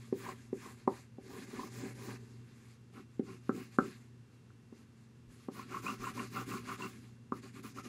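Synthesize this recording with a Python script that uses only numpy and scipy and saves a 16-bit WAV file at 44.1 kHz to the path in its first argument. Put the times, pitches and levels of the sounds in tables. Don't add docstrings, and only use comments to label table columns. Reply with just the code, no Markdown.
import sys
import numpy as np
from scipy import signal
from scipy.fft import rfft, irfft
from scipy.io import wavfile
from scipy.ndimage import uniform_filter1d

SR = 44100
rng = np.random.default_rng(int(sys.argv[2]) if len(sys.argv) > 2 else 0)


def undo_db(level):
    steps = np.asarray(level, float) / 20
    return 10 ** steps


def generate_wav(signal):
    frames = np.transpose(np.atleast_2d(signal))
    scaled = np.clip(frames, -1, 1) * 32767
    pcm = np.round(scaled).astype(np.int16)
    wavfile.write(sys.argv[1], SR, pcm)


N = 347508

# start in seconds, speeding up in seconds, slowing down in seconds,
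# paper hiss at full speed in dB, pressure as shaft ring relative to the hiss in dB.
STROKES = [
    (.12, 0.17, 0.061, -55.5, 8),
    (.52, 0.14, 0.11, -58.5, 5.5),
    (.865, 0.1, 0.083, -62, 3),
    (2.919, 0.051, 0.079, -65.5, 10),
    (3.22, 0.083, 0.11, -64, 9),
    (3.509, 0.076, 0.13, -59.5, 3),
]
ARCS = [
    (1.465, 0.13, 0.097, -56.5, 5.5),
    (1.70, 0.15, 0.085, -56, -0.5),
    (1.945, 0.15, 0.076, -57, 4.5),
    (3.78, 0.076, .13, -61, 0),
]
SHADING = [
    (1.2, 0.24, 0.018, -58.5, 4),
    (5.51, 0.079, 0.084, -59, 12),
    (5.665, 0.11, 0.034, -55.5, 14.5),
    (5.822, 0.041, 0.11, -52.5, 16),
    (5.978, 0.097, 0.051, -53, 15),
    (6.139, 0.039, 0.12, -53, 10.5),
    (6.299, 0.099, 0.052, -52.5, 15),
    (6.46, 0.051, 0.12, -52, 11),
    (6.624, 0.11, 0.032, -53.5, 14.5),
    (6.776, 0.039, 0.095, -53, 12),
]
DABS = [
    (7.315, .065, 0.034, -63.5, 1),
    (7.418, 0.021, 0.095, -61.5, 4.5),
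    (7.523, 0.053, 0.046, -60, 6.5),
    (7.628, 0.016, 0.11, -60.1, 9),
    (7.735, 0.053, 0.036, -58.5, 10),
    (7.827, 0.027, 0.046, -57.5, 6),
]
# start in seconds, speeding up in seconds,
# slowing down in seconds, hiss in dB, table rumble relative to the hiss in dB.
BRUSHES = [(-.05, 0.06, 0.17, -63.5, 1), (.3, 0.059, 0.21, -65, 3), (.75, 0.05, 0.077, -65.5, 3),
           (1.0, 0.044, 0.048, -73, -4), (2.12, 0.056, 0.55, -69, 7.5), (2.42, 0.21, .08, -68.5, -11),
           (2.6, 0.11, .07, -67, -5), (3.1, .05, 0.036, -73.5, -6), (3.4, .07, 0.083, -67.5, -5),
           (3.699, 0.057, 0.012, -61.5, 0), (3.95, 0.044, 0.13, -69.5, 4), (4.28, 0.069, 0.055, -76, 3),
           (4.72, 0.069, 0.074, -70, 9.5), (4.93, 0.09, 0.061, -75, 0.5), (5.285, 0.038, .1, -67, 4),
           (5.35, 0.089, 0.063, -66, -14), (6.87, 0.027, .14, -60, 8), (6.999, 0.032, 0.17, -68.5, 7)]
# time in seconds, rumble relative to hiss in dB.
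SPOT = [(0, 10.5), (.7, 5), (1.0, 1), (1.3, 15), (1.42, 13.5), (1.6, 13), (2.1, 11.5), (3.0, 18),
        (3.33, 14.5), (3.55, 25), (3.63, 8.5), (3.84, 20), (3.92, 4.5), (5.5, 12.5), (6.2, 11), (6.9, 11.5),
        (7.4, 10.5), (7.88, 13)]
# time in seconds, grip from 0 (long and loose) to 1 (short and tight).
GRIP = [(0, 0.18), (2.3, 0.095), (2.9, 0.55), (4, 0.33), (5.4, 0.46), (6.9, 0.41), (7.3, 0.35),
        (7.88, 0.43)]
# time in seconds, peak in dB, middle modes relative in dB,
# shaft modes relative in dB, shaft pitch in Hz.
EDGE_TAPS = [
    (0.125, -18, -23, -30, 1010),
    (0.528, -22, -23, -31, 988),
    (0.875, -15, -7, -7, 986),
    (4.502, -58, -18, 0, 1420),
]
INNER_TAPS = [
    (1.183, -34.5, -11, -37, 930),
    (3.194, -18.5, -22.5, -39, 1460),
    (3.492, -16.5, -16.5, -12.5, 1305),
    (3.785, -12.5, -12, -4.5, 1350),
    (4.724, -39, -20, -24, 1020),
    (5.484, -26.5, -13, -18, 1120),
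    (7.32, -24, -16.5, -4, 1176),
]
# time in seconds, peak in dB, pitch in Hz.
SNAGS = [(0.2638, -40.5, 980), (0.2868, -38.5, 1060), (0.6583, -51, 1100), (1.5932, -39.5, 1003),
         (1.6318, -41.5, 1100), (5.5937, -40, 1050), (5.7424, -34.5, 1076), (5.768, -35, 1107),
         (5.8644, -35, 1106), (5.883, -39, 1180), (6.0397, -41, 1320), (6.0688, -36.5, 1040),
         (6.1758, -42, 994), (6.1983, -39, 1100), (6.3687, -37.5, 1344), (6.4013, -45, 1110),
         (6.6905, -50, 1450), (6.8076, -39, 1020), (6.839, -43, 1170), (7.7843, -39.5, 1300)]
# time in seconds, peak in dB, pitch in Hz.
SQUEAKS = [(5.8634, -37.5, 2490), (5.879, -37, 2705), (5.8994, -48, 2840), (6.0518, -46, 2710),
           (6.193, -44.5, 2760), (6.3699, -47.5, 2660), (6.5146, -47, 2660), (6.7, -61.5, 2690),
           (6.8209, -39.5, 2740), (6.8444, -48, 2710)]
# time in seconds, level in dB, pitch in Hz.
THUDS = [
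    (5.26, -58, 45),
    (5.985, -55, 40),
    (3.79, -62, 55),
]
# pitch in Hz, level in dB, time to fall 60 dB in seconds.
TABLE = [(167, -5.5, .06), (196, -1, 0.092), (235.2, 2, 0.052), (272.5, 2, 0.059), (350, 1, 0.046),
         (384, 1, 0.048), (461, -12, 0.048)]
MIDDLE = [(570, 0.5, 0.045), (646, -2, 0.0225), (769, 4.5, 0.035)]
SHAFT = [(1017.3, -7, 0.013), (1060, 0.5, 0.02), (1170, -1.5, 0.029), (1312, -2, 0.044), (1461, -3, 0.059),
         (1555, -8, 0.14)]
TIP = [(1580, 4.5, 0.0074), (1986, 3, 0.014), (2113, 3.5, 0.015), (2465, 3.5, 0.01), (2660, -5.5, 0.044),
       (2838, -1.5, 0.014)]
# frequency in Hz, level in dB per Hz.
HISS = [(1710, -10), (2900, -22.5), (3110, -9.5), (4360, -7), (4580, -8.5), (4990, -6), (5460, -11),
        (7040, -6.5), (8160, -13.5), (10400, -12.5), (13000, -18), (15200, -12), (15600, -15)]
# frequency in Hz, level in dB per Hz.
AIR = [(15, -62), (25, -43), (59, -17), (90, -4.5), (165, -8), (240, -13.5), (420, -15), (620, -30),
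       (1050, -27.5), (1600, -29), (2900, -34.5), (6720, -38), (12100, -46.5), (15000, -64.5)]
# time in seconds, level in dB.
HUM = [(0.0, -58), (0.7, -55.5), (1.07, -61), (1.97, -53), (2.85, -62.5), (3.51, -57.5), (4.45, -62),
       (5.57, -61), (5.77, -55), (6.58, -51), (7.2, -58.5), (7.88, -58)]
# frequency in Hz, rms level in dB.
GATE = [(12800, -104), (13200, -101), (13400, -83), (13900, -84.5), (14600, -76), (15300, -84.5),
        (15700, -88)]

# (hiss as power of speed, overlap at the turn s,
# pressure peak from full speed 0 to mid stroke 1, its share of the stroke)
STROKE_WAY, ARC_WAY = (1.1, 0.0046, 0.26, 0.2), (0.35, 0.0048, 0.24, 0.2)
SHADING_WAY, DAB_WAY = (1.0, 0.012, 0.88, 0.21), (1.38, 0.0071, 0.31, 0.22)
BRUSH_WAY = (1.5, 0.012)
# (table fade start to end dB, shaft ring when eased dB, top of the hiss when eased dB)
STROKE_COLOUR, ARC_COLOUR = (-3.5, -15, 0.3), (0.3, -9.5, -1.5)
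SHADING_COLOUR, DAB_COLOUR = (-9.5, -14.5, 1), (-6, -17, 0.3)
TABLE_EASED_DB, TIP_EASED_DB = -5, -3.5
TIP_BY_PRESS = 0.11
BRUSH_SHAFT_DB, BRUSH_TIP_DB, BRUSH_TOP_DB, STILL_DB = -6.0, -4.5, -4, -98.5

EDGE_HZ, INNER_HZ = 370, 302.4
TABLE_THUMP_T60_S, SHAFT_THUMP_T60_S, CONTACT_S = 0.033, 0.018, 0.0012
TICK_DB, CLICK_DB = -31, -38.5
LEAD_DB, LEAD_BY_SHAFT = -28.5, 0.21

HUM_HZ = 120.5
BEAT_HZ, BEAT_DB = 111.8, -13
OVERTONE_HZ, OVERTONE_DB = 226, -6.5
FAN_HZ, FAN_DB = 248.5, -11
FLOOR_RUMBLE_HZ, FLOOR_RUMBLE_DB = 57.4, -19
WHINE_HZ, WHINE_DB = 2724, -85
AIR_DB = -64
ROOM_T60_S, ROOM_DB = 0.15, -13
TOP_HZ, GATE_STEP_HZ = 15750, 260


def rms_one(x):
    return x / np.sqrt(np.mean(x ** 2) + 1e-20)


def in_time(rows):
    s, *columns = np.transpose(rows)
    return [np.interp(np.arange(N) / SR, s, c) for c in columns]


def drift(rate):
    r = np.exp(-2 * np.pi * rate / SR)
    noise = rng.standard_normal(N + SR)
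    return rms_one(signal.lfilter([1], [1, -2 * r, r * r], noise)[SR:])


def ring(force, hz, t60):
    r, w = undo_db(-60 / (t60 * SR)), 2 * np.pi * hz / SR
    return signal.lfilter([0, np.sin(w)], [1, -2 * r * np.cos(w), r * r], force + 1e-18)


def body(force, modes, turn=-1, lean_db=0):
    places = np.linspace(-1, 1, len(modes))
    out = 0
    for k, (hz, db, t60) in enumerate(modes):
        out = out + turn ** k * undo_db(db + lean_db * places[k]) * ring(force, hz, t60)
    return out


def coloured(x, spectrum):
    hz, db = np.transpose(spectrum)
    grid = np.maximum(np.fft.rfftfreq(N, 1 / SR), 1)
    gain = undo_db(np.interp(np.log(grid), np.log(hz), db))
    return rms_one(irfft(rfft(x) * gain, N))


def band_pass(hz, octaves):
    edges = hz * 2.0 ** (np.array([-0.5, 0.5]) * octaves)
    return signal.butter(2, edges, "band", fs=SR, output="sos")


def around(x, hz, octaves):
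    return signal.sosfilt(band_pass(hz, octaves), x)


def wavering(hz, flutter_db, flutter_hz):
    level = np.sqrt(2) * undo_db(flutter_db * drift(4.7))
    cycles = np.cumsum(hz + flutter_hz * drift(9.5)) / SR
    return level * np.sin(2 * np.pi * cycles)


def room_tone():
    hum_db = in_time(HUM)[0]
    hum = wavering(HUM_HZ, flutter_db=2.2, flutter_hz=1.0)
    hum += undo_db(OVERTONE_DB) * wavering(OVERTONE_HZ, flutter_db=2.0, flutter_hz=1.5)
    hum += undo_db(BEAT_DB) * wavering(BEAT_HZ, flutter_db=2.0, flutter_hz=0.6)
    hum += undo_db(FAN_DB) * wavering(FAN_HZ, flutter_db=2.0, flutter_hz=1.0)
    rumble = rms_one(around(rng.standard_normal(N), FLOOR_RUMBLE_HZ, 1.1))
    hum += undo_db(FLOOR_RUMBLE_DB + 0.7 * (hum_db + 56.5)) * rumble
    whine = wavering(WHINE_HZ, flutter_db=0.7, flutter_hz=0.3)
    whine *= undo_db(WHINE_DB + 0.6 * (hum_db + 59))
    air = coloured(rng.standard_normal(N), AIR)
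    return undo_db(hum_db) * hum + whine + undo_db(AIR_DB + 1.0) * air


def sweep(t, s, rise, fall, db, by_speed, overlap):
    late = t - s - rise
    phase = np.where(late < 0, late / (rise + overlap), late / (fall + overlap))
    speed = np.maximum(np.cos(np.pi / 2 * np.clip(phase, -1, 1)), 0)
    return undo_db(db) * speed ** by_speed * (np.abs(phase) < 1)


def hand():
    t = np.arange(0, N / SR + 0.002, 0.001)
    power = undo_db(2 * STILL_DB) * np.ones((5, len(t)))
    spot_db = np.interp(t, *np.transpose(SPOT))
    kinds = ((STROKES, STROKE_WAY, STROKE_COLOUR), (ARCS, ARC_WAY, ARC_COLOUR),
             (SHADING, SHADING_WAY, SHADING_COLOUR), (DABS, DAB_WAY, DAB_COLOUR))
    for rows, (by_speed, overlap, midway, share), (fade_db, shaft_db, top_db) in kinds:
        for s, rise, fall, db, press_db in rows:
            along = np.clip((t - s) / (rise + fall), 0, 1) - 0.5
            hardest = s + rise + midway * (fall - rise) / 2
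            eased = 1 - np.exp(-0.5 * ((t - hardest) / (share * (rise + fall))) ** 2)
            rel_db = np.array([0 * t,
                               spot_db + fade_db * along + TABLE_EASED_DB * eased,
                               press_db + shaft_db * eased,
                               TIP_BY_PRESS * press_db + TIP_EASED_DB * eased,
                               top_db * (eased - 0.5)])
            power += (sweep(t, s, rise, fall, db, by_speed, overlap) * undo_db(rel_db)) ** 2
    for *row, table_db in BRUSHES:
        rel_db = np.array([[0], [table_db], [BRUSH_SHAFT_DB], [BRUSH_TIP_DB], [BRUSH_TOP_DB]])
        power += (sweep(t, *row, *BRUSH_WAY) * undo_db(rel_db)) ** 2
    db = 10 * np.log10(power)
    return in_time(np.transpose([t, db[0], *(db[1:] - db[0])]))


def grain(per_s, spread_db):
    sizes = undo_db(spread_db * np.minimum(rng.exponential(1, N), 5)) * rng.choice([-1, 1], N)
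    return sizes * (rng.random(N) < per_s / SR)


def patchy(x, patch_db, top_db):
    edges = np.geomspace(1500, 16500, 9)
    count = len(edges) - 1
    out = 0
    for k, pair in enumerate(zip(edges, edges[1:])):
        band = signal.butter(2, pair, "band", fs=SR, output="sos")
        swell_db = patch_db * (drift(8.1) + 0.48 * drift(11))
        out = out + undo_db(swell_db + top_db * (k / count) ** 2) * signal.sosfiltfilt(band, x)
    return out


def rubbed(modes, level_db, per_s, spread_db, lumpy_db, lean_db=0):
    force = grain(per_s, spread_db) * undo_db(lumpy_db * drift(29))
    loudness = uniform_filter1d(body(force, modes, lean_db=lean_db) ** 2, size=SR)
    return body(force * undo_db(level_db), modes, lean_db=lean_db) / np.sqrt(loudness)


def strokes():
    hiss_db, table_db, shaft_db, tip_db, top_db = hand()
    tight = 2 * in_time(GRIP)[0] - 1
    paper = coloured(grain(per_s=9000, spread_db=2.0), HISS)
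    hiss = undo_db(hiss_db - 1.76) * patchy(paper, patch_db=2.0, top_db=top_db)
    table = rubbed(TABLE, hiss_db + table_db - 2.3, per_s=320, spread_db=2.0, lumpy_db=1.0,
                   lean_db=-1.0 - 4.9 * tight)
    middle_db = (table_db + shaft_db) / 2 - 17.5 - 8.7 * tight
    middle = rubbed(MIDDLE, hiss_db + middle_db, per_s=1500, spread_db=2.0, lumpy_db=3.5,
                    lean_db=2.5 * tight)
    shaft = rubbed(SHAFT[:-1], hiss_db + shaft_db - 4.0, per_s=1300, spread_db=2.5, lumpy_db=0.5,
                   lean_db=15.0 * tight - 7)
    tip = rubbed(TIP, hiss_db + tip_db - 0.6, per_s=6900, spread_db=-1.5, lumpy_db=-2.0,
                 lean_db=4.7 * tight)
    return hiss, table + middle + shaft + tip


def taps():
    out, t = np.zeros(N), np.arange(SR // 3) / SR
    push = np.sin(np.pi * np.clip(t / CONTACT_S, 0, 1)) ** 2
    sharp = push ** 3
    landings = [(*r, EDGE_HZ) for r in EDGE_TAPS] + [(*r, INNER_HZ) for r in INNER_TAPS]
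    for s, peak_db, middle_db, shaft_db, shaft_hz, table_hz in landings:
        by_shaft_db = LEAD_BY_SHAFT * shaft_db
        tick = around(rng.standard_normal(len(t)) * np.exp(-t / 0.002), 2000, 1.8)
        click = around(rng.standard_normal(len(t)) * np.exp(-t / 0.0012), 7000, 1.6)
        knock = undo_db(TICK_DB) * tick + undo_db(CLICK_DB + by_shaft_db) * click

        table = body(push, TABLE, turn=1) + undo_db(7.0) * ring(push, table_hz, TABLE_THUMP_T60_S)
        table = around(table, table_hz, 1.26)
        middle = around(body(push, MIDDLE, turn=0.93), 670, 3.02)
        lead = around(body(sharp, TIP), 2100, 0.64)
        shaft = body(sharp, SHAFT, turn=0.89) + undo_db(4.5) * ring(sharp, shaft_hz, SHAFT_THUMP_T60_S)
        shaft = around(around(shaft, shaft_hz, 0.66), shaft_hz, 0.66)
        for rung, rel_db in ((table, -1.5), (middle, middle_db + 2),
                             (lead, LEAD_DB + by_shaft_db), (shaft, shaft_db + 1.5)):
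            knock = knock - undo_db(rel_db) * rung / np.abs(rung).max()
        i = round(s * SR)
        out[i:i + len(t)] += (undo_db(peak_db) * knock)[:N - i]
    return out


def room(x):
    t = np.arange(SR // 2) / SR
    tail = rng.standard_normal(len(t)) * undo_db(-60 * t / ROOM_T60_S) * np.minimum(t / 0.0023, 1)
    tail = signal.lfilter([1], [1, -0.6], tail)
    return undo_db(ROOM_DB) * signal.fftconvolve(x, tail / np.sqrt(np.sum(tail ** 2)))[:N]


def snags():
    out, t = np.zeros(N), np.arange(SR // 30) / SR
    u = t / 0.0027
    swell = u * np.exp(1 - u)
    for s, peak_db, hz in list(SNAGS) + list(SQUEAKS):
        i = round(s * SR)
        packet = undo_db(peak_db + 1.0) * swell * np.sin(2 * np.pi * hz * t)
        out[i:i + len(t)] += packet[:N - i]
    return out


def thuds():
    out, t = np.zeros(N), np.arange(N) / SR
    for s, db, hz in THUDS:
        u = np.maximum(t - s, 0) / 0.026
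        out += undo_db(db) * u ** 2 * np.exp(2 - 2 * u) * np.sin(2 * np.pi * hz * (t - s))
    return out


def scene():
    hiss, rub = strokes()
    knocks = taps() + snags()
    echo = room(knocks + undo_db(-4.0) * rub)
    return (hiss + rub + knocks + echo + thuds() + room_tone())[None]


def low_pass(x):
    return signal.sosfilt(signal.butter(12, 15910, fs=SR, output="sos"), x)


def record(dry):
    hz, _, frames = signal.stft(dry, SR, nperseg=2048)
    frames[:, hz >= TOP_HZ] = 0
    gate_hz, gate_db = np.transpose(GATE)
    frame_s = np.arange(frames.shape[-1]) * 1024 / SR
    grip = np.interp(frame_s, *np.transpose(GRIP))
    for low in np.arange(TOP_HZ - GATE_STEP_HZ, gate_hz[0], -GATE_STEP_HZ):
        band = (hz >= low) & (hz < low + GATE_STEP_HZ)
        level = np.sqrt(np.sum(np.abs(frames[:, band]) ** 2, axis=1, keepdims=True))
        wander_db = 4.0 * uniform_filter1d(rng.standard_normal(level.shape[-1]), size=4)
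        grip_db = grip * (low - 14700) / 180
        frames[:, band] *= level > undo_db(np.interp(low, gate_hz, gate_db) + wander_db + grip_db)
    gated = signal.istft(frames, SR, nperseg=2048)[1][:, :N]
    return low_pass(gated)


dry = scene()
out = record(dry)
generate_wav(out)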